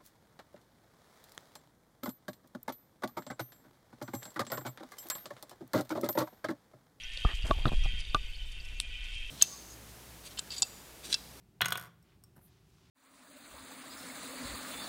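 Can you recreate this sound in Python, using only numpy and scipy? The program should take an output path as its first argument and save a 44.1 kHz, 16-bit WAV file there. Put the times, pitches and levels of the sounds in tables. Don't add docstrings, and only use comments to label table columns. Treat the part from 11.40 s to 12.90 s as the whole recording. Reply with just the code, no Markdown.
import sys
import numpy as np
from scipy import signal
from scipy.fft import rfft, irfft
from scipy.io import wavfile

SR = 44100
rng = np.random.default_rng(int(sys.argv[2]) if len(sys.argv) > 2 else 0)


def master(y):
    cut = np.clip(np.atleast_2d(y).T, -1, 1)
    pcm = np.round(cut * 32767)
    wavfile.write(sys.argv[1], SR, pcm.astype(np.int16))


N = 66150

# f/Hz, level/dB
RUMBLE_COLOUR = [(18, -44), (32, -24), (48, -3), (75, -2.5), (115, -3), (175, -3.5), (260, -13.5),
                 (370, -10), (500, -23.5), (750, -21.5), (1100, -27.5), (1800, -29.5), (3500, -32),
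                 (6000, -35.5), (16000, -37.5)]
RUMBLE_DB, HUM_DB, HUM_HZ = -65, -71.5, 119

# t/s, knock level before its low-pass/dB, knock low-pass f/Hz, edge tick level/dB, peg level/dB
LOOM_CONTACTS = [(0.2076, -4, 4950, -32, -36), (0.2151, -22.5, 5000, -8, -28.5),
                 (0.218, 2.5, 5540, -16.5, -28), (0.2470, -13, 4200, -23.5, -33),
                 (0.2577, -5, 3380, -11, -9.5), (0.2839, -10.5, 1900, -15, -19),
                 (0.3062, -14, 2180, -18.5, -38), (0.3218, -3, 5170, -20, -29),
                 (0.3252, -14, 4260, -10, -23.5), (0.3553, -8, 2970, -23, -32.5),
                 (0.3747, -26, 2000, -16.5, -36), (0.3782, -13, 1700, -19, -34)]
KNOCK_LAG_S = 0.00024
ROCK_START_S, ROCK_FIRST_GAP_S, ROCK_GAP_SHRINK = .3970, .0157, .853
ROCK_KNOCK_DB, ROCK_BRIGHT_HZ, ROCK_TICK_DB, ROCK_PEG_DB = -18, 1590, -23.5, -42
ROCK_KNOCK_STEP_DB, ROCK_TICK_PEG_STEP_DB = -1.85, -2.65

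# f/Hz, t60/s, relative level/dB
PLATE_MODES = [(400, 0.11, -22), (616, 0.12, -20), (784, 0.042, -20), (1034, .06, -9.5),
               (1139.6, 0.041, -3), (1268, .04, -12), (1480, .04, 1.5), (1480, 0.017, -14),
               (2061, 0.028, -7), (2475, .03, -5), (2760, .08, -11.5), (2893, 0.1, -10), (3358, .028, 0.5),
               (3787, .022, -8.5)]
# f/Hz, t60/s, relative level/dB
EDGE_MODES = [(5054, .02, -8), (5690, .018, -1.5), (6950, .02, -5.5), (7550, 0.0051, -6), (8540, .015, -2),
              (8940, 0.013, -2.5), (10780, 0.033, -7), (10850, 0.008, -5), (12670, 0.045, -8),
              (14130, 0.0033, -7), (14300, .012, -8)]
# f/Hz, t60/s, relative level/dB
PEG_MODES = [(6570, .035, 0), (8640, .028, -8), (2720, .06, -12)]
# f/Hz, t60/s, relative level/dB
TABLETOP_MODES = [(91, .12, -9.5), (116.5, 0.13, 1), (169.5, .45, -4), (184.5, 0.36, -7.5)]
TABLETOP_DB, TABLETOP_RISE_T60_S = -15, .05
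STRIKE_SCATTER_DB, DETUNE = 3.0, .003

# f/Hz, level/dB
KNOCK_SPECTRUM = [(40, -40.5), (110, -17), (270, -21), (400, -8), (780, -4), (880, -10), (1080, 6.5),
                  (1290, 0), (1480, 8.5), (1720, -3.5), (2000, 1.5), (2850, -2), (3300, 3), (3950, -2),
                  (4600, -20), (8000, -23.5), (16000, -40)]
# f/Hz, level/dB
TICK_SPECTRUM = [(60, -42.5), (500, -6), (2000, -7), (4000, -4), (6200, -12), (7600, -3.5), (8600, 1),
                 (9500, -1), (10100, -5.5), (11300, 4.5), (14500, 1), (16000, -3)]
KNOCK_CRACK_DB, KNOCK_CRACK_T60_S, KNOCK_RISE_T60_S = 3, 0.014, .003
TICK_CRACK_DB, TICK_CRACK_T60_S = 2, .007
SLAP_DB = -1
SNAP_DB = 1.5

# f/Hz, level/dB
ROOM_SPECTRUM = [(50, -12.5), (150, 1), (400, -0.5), (1100, -2.5), (1500, -2.5), (2500, -2.5), (3800, -2),
                 (6500, -1), (9000, -12.5), (16000, -11)]
ROOM_DB, ROOM_T60_S, ROOM_HIGH_T60_S, ROOM_RISE_T60_S = -13.5, 0.4, .3, 0.02
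EARLY_DB, EARLY_T60_S, EARLY_RISE_T60_S = -11, 0.038, .02
PEG_ROOM_DB = -8.5

# t/s, level/dB
NAIL_TICKS = [(0.626, -42), (.838, -29), (.847, -48), (0.965, -46)]
# f/Hz, level/dB
NAIL_SPECTRUM = [(300, -27), (1200, 8), (2500, -8), (5200, -8), (6700, 1), (8500, 18), (11000, 0),
                 (15500, 11.5)]
# f/Hz, t60/s, relative level/dB
NAIL_RING_MODES = [(1160, 0.037, -4), (4870, 0.023, -3.5), (5497, 0.03, 4), (8030, 0.013, -6),
                   (9000, 0.02, -4), (12400, 0.0067, -12), (14700, .008, -12)]
NAIL_RING_DB = -8.5

# middle t/s, Gaussian spread t/s, level before low-pass/dB, low-pass f/Hz
SLEEVE_STROKES = [(.705, 0.044, -68, 3180), (1.135, 0.06, -72, 6100), (1.33, 0.072, -75, 14100),
                  (1.46, 0.066, -71, 6420)]
# f/Hz, level/dB
SLEEVE_SPECTRUM = [(300, -18), (1000, 0.5), (2200, -1.5), (3600, -0.5), (6000, -1.5), (8000, -5.5),
                   (16000, -11)]
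RUB_GRAIN = .15

# t/s, level/dB
FINGER_BUMPS = [(.956, -47.5), (.963, -39.5), (.9675, -32), (.978, -35), (.990, -38.5), (1.014, -43)]
# f/Hz, level/dB
BUMP_SPECTRUM = [(30, -15), (90, -1), (220, 5.5), (600, -9), (1500, -7.5), (2400, -22.5), (6000, -36),
                 (12000, -18), (16000, -25)]

# middle t/s, Gaussian spread t/s, level before low-pass/dB, low-pass f/Hz
SKIN_STROKES = [(.966, .005, -69, 16000), (1.05, 0.025, -65, 15000)]
# f/Hz, level/dB
SKIN_SPECTRUM = [(500, -33), (7500, -22), (9500, 0.5), (11800, 6), (14000, 4), (16000, -8)]

LOW_CUT_HZ, TOP_HZ = 29, 15900


def undb(db):
    return 10 ** (np.asarray(db) / 20)


def seconds():
    return np.arange(N) / SR


def unit(x):
    return x / np.sqrt(np.sum(x ** 2))


def through(x, response):
    return signal.fftconvolve(x, response)[:N]


def colour(x, points):
    hz, db = np.array(points).T
    grid = np.maximum(np.fft.rfftfreq(8192, 1 / SR), 1)
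    gain = undb(np.interp(np.log(grid), np.log(hz), db))
    cepstrum = irfft(np.log(gain))
    cepstrum[1:] *= 2
    cepstrum[len(cepstrum) // 2:] = 0
    return through(x, irfft(np.exp(rfft(cepstrum))))


def fade(t60):
    return np.exp(-np.log(1000) * seconds() / max(t60, 1e-4))


def burst(points, t60):
    return unit(colour(rng.standard_normal(N) * fade(t60), points))


def noise(points):
    return unit(colour(rng.standard_normal(N), points)) * np.sqrt(N)


def ring(modes, scatter_db=0, detune=0, size=N):
    hz, t60, db = np.array(modes).T[:, :, None]
    weight, bend = rng.standard_normal((len(modes), 2)).T[:, :, None]
    t = seconds()[:size]
    t60 = np.maximum(t60, .002)
    decay = np.exp(-np.log(1000) * t / t60)
    waves = decay * np.sin(2 * np.pi * hz * (1 + detune * bend) * t) / np.sqrt(t60)
    mix = np.sum(undb(db + scatter_db * weight) * waves, axis=0)
    return unit(np.pad(mix, (0, N - size)))


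def lowpass(x, hz, order=2):
    return signal.sosfilt(signal.butter(order, min(hz, .45 * SR), fs=SR, output="sos"), x)


def add(out, at_s, x):
    i = int(np.clip(at_s * SR, 0, N - 1))
    out[i:] += x[:N - i]


def room_floor():
    hum = np.sin(2 * np.pi * HUM_HZ * seconds())
    return undb(RUMBLE_DB) * noise(RUMBLE_COLOUR) + undb(HUM_DB) * hum


def rocking(count):
    rows, at = [], ROCK_START_S
    for k in range(count):
        knock_db = ROCK_KNOCK_DB + k * ROCK_KNOCK_STEP_DB
        drop_db = k * ROCK_TICK_PEG_STEP_DB
        rows.append((at, knock_db, ROCK_BRIGHT_HZ, ROCK_TICK_DB + drop_db, ROCK_PEG_DB + drop_db))
        at += ROCK_FIRST_GAP_S * ROCK_GAP_SHRINK ** k
    return rows


def loom():
    body, pegs = np.zeros(N), np.zeros(N)
    click = signal.unit_impulse(N)
    tabletop = undb(TABLETOP_DB) * unit(ring(TABLETOP_MODES) * (1 - fade(TABLETOP_RISE_T60_S)))
    slap = undb(SLAP_DB) * unit(colour(click, KNOCK_SPECTRUM))
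    snap = undb(SNAP_DB) * unit(colour(click, TICK_SPECTRUM))
    for at, knock_db, bright_hz, tick_db, peg_db in LOOM_CONTACTS + rocking(count=11):
        plate = ring(PLATE_MODES, STRIKE_SCATTER_DB / 2, DETUNE, size=6000)
        knock_crack = undb(KNOCK_CRACK_DB) * burst(KNOCK_SPECTRUM, KNOCK_CRACK_T60_S)
        knock = unit((plate + slap + knock_crack) * (1 - fade(KNOCK_RISE_T60_S))) + tabletop
        add(body, at + KNOCK_LAG_S, undb(knock_db) * lowpass(knock, bright_hz, order=3))

        edges = ring(EDGE_MODES, STRIKE_SCATTER_DB, 2 * DETUNE, size=2000)
        tick_crack = undb(TICK_CRACK_DB) * burst(TICK_SPECTRUM, TICK_CRACK_T60_S)
        add(body, at, undb(tick_db) * unit(edges + snap + tick_crack))

        peg_ring = ring(PEG_MODES, STRIKE_SCATTER_DB / 2, DETUNE, size=5000)
        add(pegs, at, undb(peg_db) * peg_ring)
    return body, pegs


def room(x):
    air = rng.standard_normal(N)
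    low = lowpass(air, 3000)
    tail = low * fade(ROOM_T60_S) + (air - low) * fade(ROOM_HIGH_T60_S)
    tail = colour(tail * (1 - fade(ROOM_RISE_T60_S)), ROOM_SPECTRUM)
    early = rng.standard_normal(N) * fade(EARLY_T60_S) * (1 - fade(EARLY_RISE_T60_S))
    return through(x, undb(ROOM_DB) * unit(tail) + undb(EARLY_DB) * unit(early))


def nail_ticks():
    out = np.zeros(N)
    for at, db in NAIL_TICKS:
        tap = burst(NAIL_SPECTRUM, t60=0.015)
        tap = tap + undb(NAIL_RING_DB) * ring(NAIL_RING_MODES, size=2000)
        add(out, at, undb(db) * unit(tap))
    return out


def rubs(strokes, points):
    flicker = unit(lowpass(rng.standard_normal(N), 200)) * np.sqrt(N)
    hiss = noise(points) * np.exp(RUB_GRAIN * flicker)
    out = np.zeros(N)
    for at, spread, db, bright_hz in strokes:
        swell = np.exp(-((seconds() - at) / spread) ** 2 / 2)
        out += undb(db) * swell * lowpass(hiss, bright_hz)
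    return out


def sleeve():
    return rubs(SLEEVE_STROKES, SLEEVE_SPECTRUM)


def finger_bumps():
    out = np.zeros(N)
    for at, db in FINGER_BUMPS:
        add(out, at, undb(db) * burst(BUMP_SPECTRUM, t60=0.025))
    return out


def skin_slides():
    return rubs(SKIN_STROKES, SKIN_SPECTRUM)


def scene():
    floor = room_floor()
    body, pegs = loom()
    blows = body + nail_ticks() + finger_bumps()
    echoes = room(blows + undb(PEG_ROOM_DB) * pegs)
    friction = sleeve() + skin_slides()
    return (blows + pegs + echoes + friction + floor)[None]


def record(dry):
    thin = signal.sosfilt(signal.butter(4, LOW_CUT_HZ, "high", fs=SR, output="sos"), dry)
    return signal.sosfilt(signal.ellip(10, .2, 70, TOP_HZ, fs=SR, output="sos"), thin)


dry = scene()
out = record(dry)
master(out)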